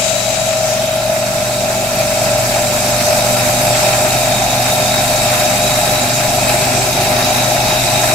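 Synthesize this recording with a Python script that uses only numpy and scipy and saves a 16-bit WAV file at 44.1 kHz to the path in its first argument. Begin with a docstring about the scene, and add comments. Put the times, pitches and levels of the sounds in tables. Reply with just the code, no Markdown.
"""Open field: a ride-on mower pushes a front flail deck through tall grass, a few metres away.
The belt-driven rotor howls in its steel hood and sags in thick tufts. The twin-cylinder engine
drones and puffs exhaust. Shaft knocks and chaff ring the deck panels; torn stalks and clippings
hiss out. Belts tie rotor, engine and shaft to one speed."""
import sys
import numpy as np
from scipy import signal
from scipy.fft import rfft, irfft
from scipy.io import wavfile

SR = 44100
rng = np.random.default_rng(int(sys.argv[2]) if len(sys.argv) > 2 else 0)


def file_out(sig):
    """Save sig as 16-bit WAV at sys.argv[1]."""
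    # one column per channel
    cols = np.atleast_2d(sig).T
    # limit, then scale
    lim = np.clip(cols, -1, 1)
    pcm = np.round(lim * 32767).astype(np.int16)
    wavfile.write(sys.argv[1], SR, pcm)


N = 358974
ENGINE_RATIO, SHAFT_RATIO = 0.5585, 1.1507   # engine cycles, shaft turns per rotor turn


def rotor(turns, roar_db):
    """Flails sweep the hood: tones and pulsed air roar, surging as grass is taken in."""
    # surges and dips: t/s, gain/dB
    surges = [(.5, 1), (.58, -2), (1.11, 1.5), (1.27, -3), (1.58, -1.5), (1.88, -2), (2.25, 1.5),
              (2.47, -2), (2.57, 3), (2.83, -1.5), (2.99, -1), (3.12, 2.5), (3.23, 0.5), (3.3, 0),
              (3.57, 0.5), (3.67, 1.5), (3.8, -2), (3.86, 3.5), (4.04, 1.5), (4.38, -1.5), (6.13, -4),
              (6.93, -2.5), (7.3, 1), (7.83, -4.5)]
    # tone position: t/s, left minus right/dB
    tone_side = [(0, 7.5), (.5, 3.5), (1.3, 1.5), (3, 1), (5.3, 2), (6.5, 4.5), (8.14, 7)]
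    # hood air spectrum: f/Hz, level/dB
    hood_spectrum = [(400, -25), (475, -10.5), (515, -2), (548, -1), (578, -3.5), (612, 4.5), (660, 5.5),
                     (745, 5), (840, 0.5), (895, -6), (950, -13.5), (1010, -3.5), (1100, -24),
                     (1700, -22.5)]
    # upper roar, opening up on shorter grass: t/s, level/dB
    upper_level = [(0, -41), (2.5, -33), (3.7, -27.5), (6, -30.5), (8.14, -23.5)]
    (side_db,), (upper_db,) = in_time(tone_side), in_time(upper_level)
    swing = turns + 0.0013 * drift(23)   # hinged flails lag and catch up
    howl = from_db(-2) * hood_howl(swing)
    roar_gain = from_db(roar_db) * waver(depth_db=0.4, rate_hz=8.1)
    tones = (howl + overtones(swing)) * pan(side_db)
    sweeps = 1 + 0.5 * puffs(2 * turns, decay=0.76) + 0.074 * puffs(turns, decay=0.67)
    upper = from_db(upper_db) * band(rng.standard_normal(N) * sweeps, hz=795, width_hz=192)
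    roar = roar_gain * colour(white_pair() * sweeps, hood_spectrum)
    surge_db = sum(db * bump(at_s, half_s=0.04) for at_s, db in surges)
    return from_db(surge_db) * (tones + upper + roar)


def hood_howl(turns):
    """Two rotor orders near the cavity resonance; grass in the hood shifts power between them."""
    # howl: t/s, level/dB, hood packing/0-1
    howl_curve = [(0.0, -21.5, 0.7), (0.4, -17.5, 0.84), (0.65, -15, 1), (0.87, -16, 0.9),
                  (1.1, -15.8, 0.9), (1.3, -17, 0.4), (1.55, -19, 0.5), (1.75, -18, 0.6), (2.2, -16.3, .72),
                  (2.55, -15.5, 0.42), (2.8, -20, 0.07), (3.15, -16, 0.25), (3.6, -18, 0.03),
                  (4.05, -18.5, 0.15), (4.5, -21, 0.19), (4.9, -19.5, 0.17), (5.4, -19.5, 0.04),
                  (6.25, -20, 0), (6.55, -21.5, 0.08), (7.4, -22, 0.14), (8.14, -21.5, 0)]
    # resonant orders: multiple of rotor turn, clear level/dB, packed level/dB
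    orders = [(14, 0.5, -13), (15, -32, -0.5)]
    howl_db, packed = in_time(howl_curve)
    out = 0
    for order, clear_db, packed_db in orders:
        share = np.sqrt((1 - packed) * from_db(clear_db) ** 2 + packed * from_db(packed_db) ** 2)
        tone = waver(depth_db=0.24, rate_hz=15) * partial(turns, order, rough=0.2, flutter_hz=16)
        # uneven belt pull: sidebands at engine and shaft rate
        tugs = sum(partial(turns, order + step, rough=1.9, flutter_hz=5.6)
                   for step in (-ENGINE_RATIO, SHAFT_RATIO))
        out += from_db(howl_db) * share * (tone + from_db(-24.5 + 1.5 * packed) * tugs)
    return out


def overtones(turns):
    """The hood beams further rotor orders; they sing out in turn as the mower passes."""
    # beams: multiple of rotor turn, off-beam level/dB, on-beam level/dB, start/s, end/s
    beams = [(12, -47, -47, 1, 3), (16, -40.5, -27.5, 2.7, 8.6), (17, -39, -29, 3.88, 5.17),
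             (18, -42, -31.5, 3.2, 5.4), (19, -46, -32, 5.46, 8.6), (23, -52, -41, 2, 8.6),
             (30, -50, -39.5, 2.994, 8.6)]
    fade_s = 0.42
    t, out = np.arange(N) / SR, 0
    for order, off_db, on_db, start_s, end_s in beams:
        in_beam = np.clip(0.5 + np.minimum(t - start_s, end_s - t) / fade_s, 0, 1)
        tone = partial(turns + rng.random(), order, rough=0.15, flutter_hz=7.6)
        out += from_db(off_db + (on_db - off_db) * in_beam) * tone
    return out


def tuft_load():
    """Rotor drag and crunch build as a tuft is drawn in and ease as it clears."""
    # thick tufts: t/s, speed lost/(turns/s), crunch/dB
    tufts = [(0.65, 0.8, 1), (1.06, 0.82, -0.5), (2.15, 0.021, 0.5), (3.8, 0.0087, 2.5), (5.35, 0.0037, 2)]
    rise_s, fall_s = 0.2007, 0.2214
    t = np.arange(N) / SR
    times_s, lost_hz, crunch_db = np.transpose(tufts)
    swells = np.array([np.interp(t, [s - rise_s, s, s + fall_s], [0, 1, 0]) for s in times_s])
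    return lost_hz @ swells, crunch_db @ swells


def engine(turns, near_db):
    """Uneven V-twin firings: drone with a strong fifth order, exhaust puffs, plus shaft hum."""
    # drone: multiple of four-stroke cycle, start level/dB, end level/dB
    engine_orders = [(2, -8.5, -9.5), (4, -12.5, -9.5), (5, 0.5, 1), (6, -10, -11), (8, -5, -12),
                     (9, -15, -18), (10, -7, -11), (11, -17, -15.5), (16, -24, -15.5)]
    # hum: multiple of shaft turn, start level/dB, end level/dB
    shaft_orders = [(1, -24, -21), (3, -15, -13), (4, -16, -15), (5, -14, -9.5)]
    # exhaust spectrum: f/Hz, level/dB
    exhaust_spectrum = [(15, -8), (35, -7), (65, -4), (90, 0.5), (150, 3), (190, -0.5), (215, -0.5),
                        (255, 2), (290, -3.5), (370, -3), (405, -3), (440, -12.5), (600, -1), (1200, -34)]
    # hollow midrange boom: t/s, level/dB
    boom_level = [(0, -48), (1.25, -42), (1.5, -37.5), (2.3, -36), (3, -37), (4.05, -34.5), (4.5, -40),
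                  (6.3, -36.5), (6.6, -32), (7.15, -31.5), (7.5, -35.5), (8.14, -35)]
    cycles, shaft_turns = turns * ENGINE_RATIO, turns * SHAFT_RATIO
    drone = hum = 0
    for order, start_db, end_db in engine_orders:
        delayed = cycles - 0.01218 * order   # silencer delays high orders more
        drone += ramp(start_db, end_db) * partial(delayed, order, rough=0.037 * order, flutter_hz=7.3)
    for order, start_db, end_db in shaft_orders:
        tone = partial(shaft_turns + rng.random(), order, rough=0.38, flutter_hz=5)
        hum += ramp(start_db, end_db) * tone
    firings = puffs(cycles, decay=0.57) + puffs(cycles + 3 / 8, decay=0.19)   # one term per cylinder
    throb = 1 + 0.5 * firings
    exhaust = colour(white_pair() * throb, exhaust_spectrum)
    boom_db, = in_time(boom_level)
    boom = from_db(boom_db) * band(rng.standard_normal(N) * throb, hz=368, width_hz=77)
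    drone *= from_db(-27 + near_db) * waver(depth_db=-0.2, rate_hz=2.4)
    return drone + boom + from_db(-27 + 1.1 * near_db) * (hum + exhaust)


def clatter(turns):
    """The shaft knocks once a turn and chaff pelts the casing; both ring the steel."""
    # casing spectrum: f/Hz, level/dB
    casing_spectrum = [(600, -18), (1000, -2.5), (1130, -2), (1650, 0.4), (1900, -1.4), (2250, 0),
                       (2720, 0.5), (2950, -7.5), (3400, -4), (4200, -3), (5500, -3), (9000, -25)]
    # deck panels: f/Hz, width/Hz, start level/dB, end level/dB, left-right correlation
    panels = [(1344, 65, -9, -24.5, 0.65), (2490, 280, -19.5, -8, 1)]
    knocks = puffs(turns * SHAFT_RATIO, decay=0.09) * (1 + 0.28 * np.tanh(drift(25)))
    blows = white_pair() * np.sqrt(1 + (0.14 * knocks) ** 2) + 0.3 * grains(per_s=3000, size_db=-5.5)
    out = colour(rasp(blows, depth_db=1.75, bands=12), casing_spectrum) + deck_ring(knocks)
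    for hz, width_hz, start_db, end_db, alike in panels:
        gain = ramp(start_db, end_db) * waver(depth_db=1.3, rate_hz=9.8)
        out += gain * panel(knocks, hz, width_hz, alike)
    return out + lip_ring(knocks)


def panel(knocks, hz, width_hz, alike):
    """A steel panel kept ringing by chaff and knocks."""
    blows = white_pair() * np.sqrt(1 + (0.5 * knocks) ** 2)
    return stereo(blows, resonance(hz, width_hz), alike)


def deck_ring(knocks):
    """Hard chaff rings the deck's narrow modes, more strongly at each knock."""
    # steel modes: f/Hz, width/Hz, level/dB
    deck_modes = [(1235, 73, -2), (1346, 28, 1), (1562, 40, -5.5), (1835, 49, -4), (2120, 62, -3.5),
                  (2285, 59, 0.5), (2373, 33, 2), (2472, 40, 3.5), (2603, 55, 4.5), (2710, 38, -1.5),
                  (2876, 29, -2.5), (3123, 24, -0.5), (4170, 64, -5), (4550, 46, -5)]
    body = sum(from_db(db) * resonance(hz, width_hz) for hz, width_hz, db in deck_modes)
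    pelts = grains(per_s=700, size_db=2.5) * np.sqrt(1 + (0.6 * knocks) ** 2)
    return from_db(-7) * stereo(pelts, body, alike=0.48)


def lip_ring(knocks):
    """The hood's lip rings; grass touches and releases it, moving level and pitch."""
    # ring, free or damped: t/s, level/dB
    lip_level = [(0, 1.5), (.33, 3.5), (.65, -4.5), (.92, 2.5), (1.3, -7), (1.62, -2.5), (1.8, -6),
                 (2.6, -5.5), (2.9, -3.5), (3.2, -3), (3.8, -4.5), (4.3, -0.5), (5.25, -1), (5.55, -1),
                 (6, 2.5), (6.28, -5), (6.5, -1), (6.78, -4.5), (7.2, 1.5), (7.55, -1), (7.82, 2),
                 (8.14, 1)]
    # ring pitch: t/s, f/Hz
    lip_pitch = [(0, 3870), (.4, 3870), (.9, 3795), (3.6, 3821), (4.8, 3756), (6.2, 3840), (6.9, 3825),
                 (8.14, 3790)]
    (ring_db,), (lip_hz,) = in_time(lip_level), in_time(lip_pitch)
    ring = panel(knocks, lip_hz.mean(), width_hz=106, alike=0.68)
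    shift_hz = lip_hz - lip_hz.mean() + 32 * drift(9.83)
    shifted = np.real(signal.hilbert(ring) * np.exp(2j * np.pi * np.cumsum(shift_hz) / SR))
    return from_db(ring_db - 5) * waver(depth_db=1.4, rate_hz=11) * shifted


def grass(turns, swish_db, spray_db):
    """Stalks tear in clumps as the flail rows come round; fine clippings spray out."""
    # torn grass spectrum: f/Hz, level/dB
    swish_spectrum = [(2500, -29), (3900, -6), (4700, 1), (5400, 1), (6000, 3), (6700, 4.5), (7400, 3.5),
                      (8050, 4), (8600, -1.5), (9600, -28), (13000, -36)]
    # clippings spectrum: f/Hz, level/dB
    spray_spectrum = [(4000, -9.5), (8000, -31), (9050, 6.5), (9600, 4), (10700, 3.5), (11700, 5.5),
                      (12400, 4.5), (12900, -1.5), (13450, 5), (14400, -10.5), (15200, -14), (16000, -9.5)]
    clumps = 1 + 0.03 * puffs(turns, decay=0.3) + 0.11 * puffs(turns * SHAFT_RATIO, decay=0.26)
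    tearing = clumps * (white_pair() + 0.5 * grains(per_s=3300, size_db=3))
    swish = from_db(swish_db) * colour(rasp(tearing, depth_db=2.5, bands=24), swish_spectrum)
    flow = clumps * waver(depth_db=1.2, rate_hz=26)
    clippings = flow * (white_pair() + 0.34 * grains(per_s=3000, size_db=1.5))
    spray = from_db(spray_db) * colour(clippings, spray_spectrum)
    return swish + spray + brush() + swathes(clumps)


def swathes(clumps):
    """Each swathe tears at its own pitch; the shrill top of the hiss comes and goes."""
    # shrill hiss: t/s, level/dB
    shrill_level = [(0, -35), (.9, -39), (1.4, -29.5), (1.85, -35), (2.2, -25.5), (2.38, -31), (2.6, -27.5),
                    (3.1, -26.5), (3.6, -27), (3.72, -23), (4, -24), (4.55, -33), (5.1, -28), (6.35, -28.5),
                    (6.53, -23), (6.85, -27), (6.97, -39), (7.75, -41), (8.05, -24)]
    # swathes: t/s, half-length/s, f/Hz, level/dB, left minus right/dB
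    cuts = [(0.694, 0.16, 6040, -25.5, 1), (.85, 0.2, 3020, -31.5, 5), (2.25, .07, 5450, -32, 0),
            (3.08, 0.16, 5300, -26, -1), (3.833, .1, 4900, -28, -2), (6.76, .06, 5400, -27, -2),
            (7.247, .07, 5230, -26, -2)]
    tearing = clumps * (white_pair() + 0.42 * grains(per_s=4100, size_db=-8))
    shrill_db, = in_time(shrill_level)
    out = from_db(shrill_db) * band(tearing, hz=7800, width_hz=1120)
    for at_s, half_s, hz, db, side_db in cuts:
        out += from_db(db) * bump(at_s, half_s) * pan(side_db) * band(tearing, hz, width_hz=0.29 * hz)
    return out


def brush():
    """Tall blades brush the left of the deck in the first second."""
    # brushing: t/s, level/dB
    brush_level = [(0, -15), (.35, -16.5), (.55, -20.5), (.74, -25), (.86, -44), (1.1, -96)]
    # brushing spectrum: f/Hz, level/dB
    brush_spectrum = [(1500, -11.5), (2400, -1.5), (3100, -1), (3800, -4), (4700, -1.5), (5500, -4),
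                      (6100, 1.5), (7300, 6), (8000, 1), (8700, -8), (10500, -14), (14000, -41)]
    brush_db, = in_time(brush_level)
    rubbing = colour(white_pair() * waver(depth_db=1.1, rate_hz=11), brush_spectrum)
    return from_db(brush_db) * rubbing * from_db([[0], [-20]])


def rasp(pair, depth_db, bands):
    """Each treble band swells by itself as tufts of differing stiffness tear."""
    spectrum, octave = rfft(pair), np.log2(bins_hz() + 1)
    centres = np.linspace(np.log2(2000), np.log2(16000), bands)
    return sum(irfft(spectrum * np.interp(octave, centres, weights), N) * waver(depth_db, rate_hz=21)
               for weights in np.eye(bands))


def partial(turns, order, rough, flutter_hz):
    """One order of a rotation, unsteady in strength and phase."""
    unsteady = 1 + rough * (drift(flutter_hz) + 1j * drift(flutter_hz))
    return np.sqrt(2) * np.real(unsteady * np.exp(2j * np.pi * order * turns))


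def puffs(turns, decay):
    """One burst per turn; decay in turns."""
    return rms_one(np.exp(-(turns % 1) / decay))


def grains(per_s, size_db):
    """Random snaps of uneven size, with their own strength on each side."""
    born = rng.random(N) < per_s / SR
    return rms_one(white_pair() * born * from_db(size_db * np.minimum(rng.exponential(1, N), 4)))


def white_pair():
    return rng.standard_normal((2, N))


def colour(pair, spectrum):
    """Shape an excitation: bass alike on both sides, treble diffuse."""
    # stereo likeness: f/Hz, left-right correlation
    likeness = [(60, 1), (130, 0.9), (300, 1), (450, 0.74), (620, 0.7), (870, 1), (1150, -0.045),
                (1500, 0.12), (2000, -0.18), (2500, 0.88), (3000, 0.093), (6000, -0.009), (8000, 0.048),
                (15000, -0.026)]
    return stereo(pair, from_db(per_bin(spectrum)), per_bin(likeness))


def stereo(pair, response, alike):
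    """Filter two unrelated excitations and mix them as mid and side, rms 1."""
    # balance: f/Hz, left minus right/dB
    balance = [(380, -0.5), (550, 3.5), (900, -2.5), (1400, 4.5), (1800, 2.5), (2200, 3.5), (3000, -0.5),
               (5200, -2), (7000, -2), (9000, .7), (15000, 0)]
    mid, side = rfft(pair)
    alike = np.clip(alike, -0.99, 0.99)
    both = np.sqrt(1 + alike) * mid + np.sqrt(1 - alike) * side * [[1], [-1]]
    return rms_one(irfft(both * response * pan(per_bin(balance)), N))


def arrive(pair):
    """The mower is slightly to the left; the two sides differ in phase."""
    # phase difference: f/Hz, left lead/rad
    lead = [(60, 0.14), (125, 0.29), (300, -0.41), (560, 0.4), (850, -0.2), (1300, 1.36), (1750, 0.12),
            (2450, 0.45), (2800, 1.9), (3200, -1), (3750, 0.76), (4000, 0.55), (4500, -0.15)]
    return irfft(rfft(pair) * np.exp(-1j * per_bin(lead) * [[0], [1]]), N)


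def band(noise, hz, width_hz):
    """Band-pass, rms 1."""
    sos = signal.butter(2, [hz - width_hz / 2, hz + width_hz / 2], "band", fs=SR, output="sos")
    return rms_one(signal.sosfilt(sos, noise))


def resonance(hz, width_hz):
    return 1 / (1 + 1j * (bins_hz() - hz) / width_hz) ** 2


def drift(rate_hz, size=8192):
    """Slow random curve, rms 1."""
    lowpass = 1 / (1 + (np.arange(size // 2 + 1) * SR / N / rate_hz) ** 2)
    slow = irfft(rfft(rng.standard_normal(size)) * lowpass)
    return np.interp(np.linspace(0, size - 1, N), np.arange(size), rms_one(slow))


def waver(depth_db, rate_hz):
    return from_db(depth_db * drift(rate_hz))


def ramp(start_db, end_db):
    return from_db(np.linspace(start_db, end_db, N))


def bump(at_s, half_s):
    """Gaussian swell, height 1."""
    return np.exp(-np.minimum(((np.arange(N) / SR - at_s) / half_s) ** 2, 20))


def pan(side_db):
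    return from_db(np.array([[1], [-1]]) * side_db / 2)


def in_time(rows):
    """One per-sample curve for each column after t/s."""
    times_s, *columns = np.transpose(rows)
    return [np.interp(np.arange(N) / SR, times_s, column) for column in columns]


def per_bin(rows):
    """Interpolate onto the FFT bins in log frequency."""
    hz, values = np.transpose(rows)
    return np.interp(np.log(bins_hz() + 1), np.log(hz), values)


def bins_hz():
    return np.arange(N // 2 + 1) * SR / N


def from_db(db):
    return 10 ** (np.asarray(db) / 20)


def rms_one(x):
    return x / np.sqrt(np.mean(x ** 2) + 1e-20)


def scene():
    """One speed drives all parts; nearness and grass intake move the levels."""
    # governed rotor speed: t/s, speed/(turns/s)
    speed = [(0.0, 42.88), (0.45, 42.8), (0.9, 42.9), (1.33, 43.39), (1.7, 42.95), (2.2, 42.68),
             (2.9, 43.1), (3.25, 43.07), (3.5, 43.38), (4.25, 43.82), (5.7, 43.61), (6.3, 43.62),
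             (6.6, 43.86), (7.5, 43.9), (8.14, 44.26)]
    # mower drawing abreast: t/s, gain/dB
    nearness = [(0, -5.5), (1.1, -4.5), (2.4, -1.5), (3.3, -0.4), (4.6, -0.5), (6.2, -0.43), (7.3, 0.5),
                (8.14, 0.3)]
    # grass intake: t/s, level/dB
    feed = [(0, -0.1), (.8, -0.5), (2.2, -0.1), (3.1, 0.5), (3.8, 0.5), (4.4, 0), (5.3, 0.95), (6.5, -0.1),
            (7.6, -0.5), (8.14, 0.5)]
    (speed_hz,), (near_db,), (feed_db,) = in_time(speed), in_time(nearness), in_time(feed)
    lost_hz, crunch_db = tuft_load()
    turns = np.cumsum((speed_hz - lost_hz) * (1 + 0.00071 * drift(4.9))) / SR
    feed_db += 0.17 * drift(3.1)   # uneven grass
    hood = rotor(turns, roar_db=-20.5 + 0.81 * near_db + 0.46 * crunch_db)
    casing = from_db(-21 + near_db + crunch_db + 0.39 * feed_db) * clatter(turns)
    cutting = grass(turns, swish_db=-22 + near_db + feed_db, spray_db=-25.5 + near_db + 2.4 * feed_db)
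    return arrive(hood + engine(turns, near_db) + casing + cutting)


def record(dry):
    """Clip rare peaks at full scale, then cut the top steeply."""
    cutoff_hz = 15700
    lowpass = 1 / np.sqrt(1 + (bins_hz() / cutoff_hz) ** 300)
    return irfft(rfft(np.clip(dry, -1, 1)) * lowpass, N)


dry = scene()
out = record(dry)
file_out(out)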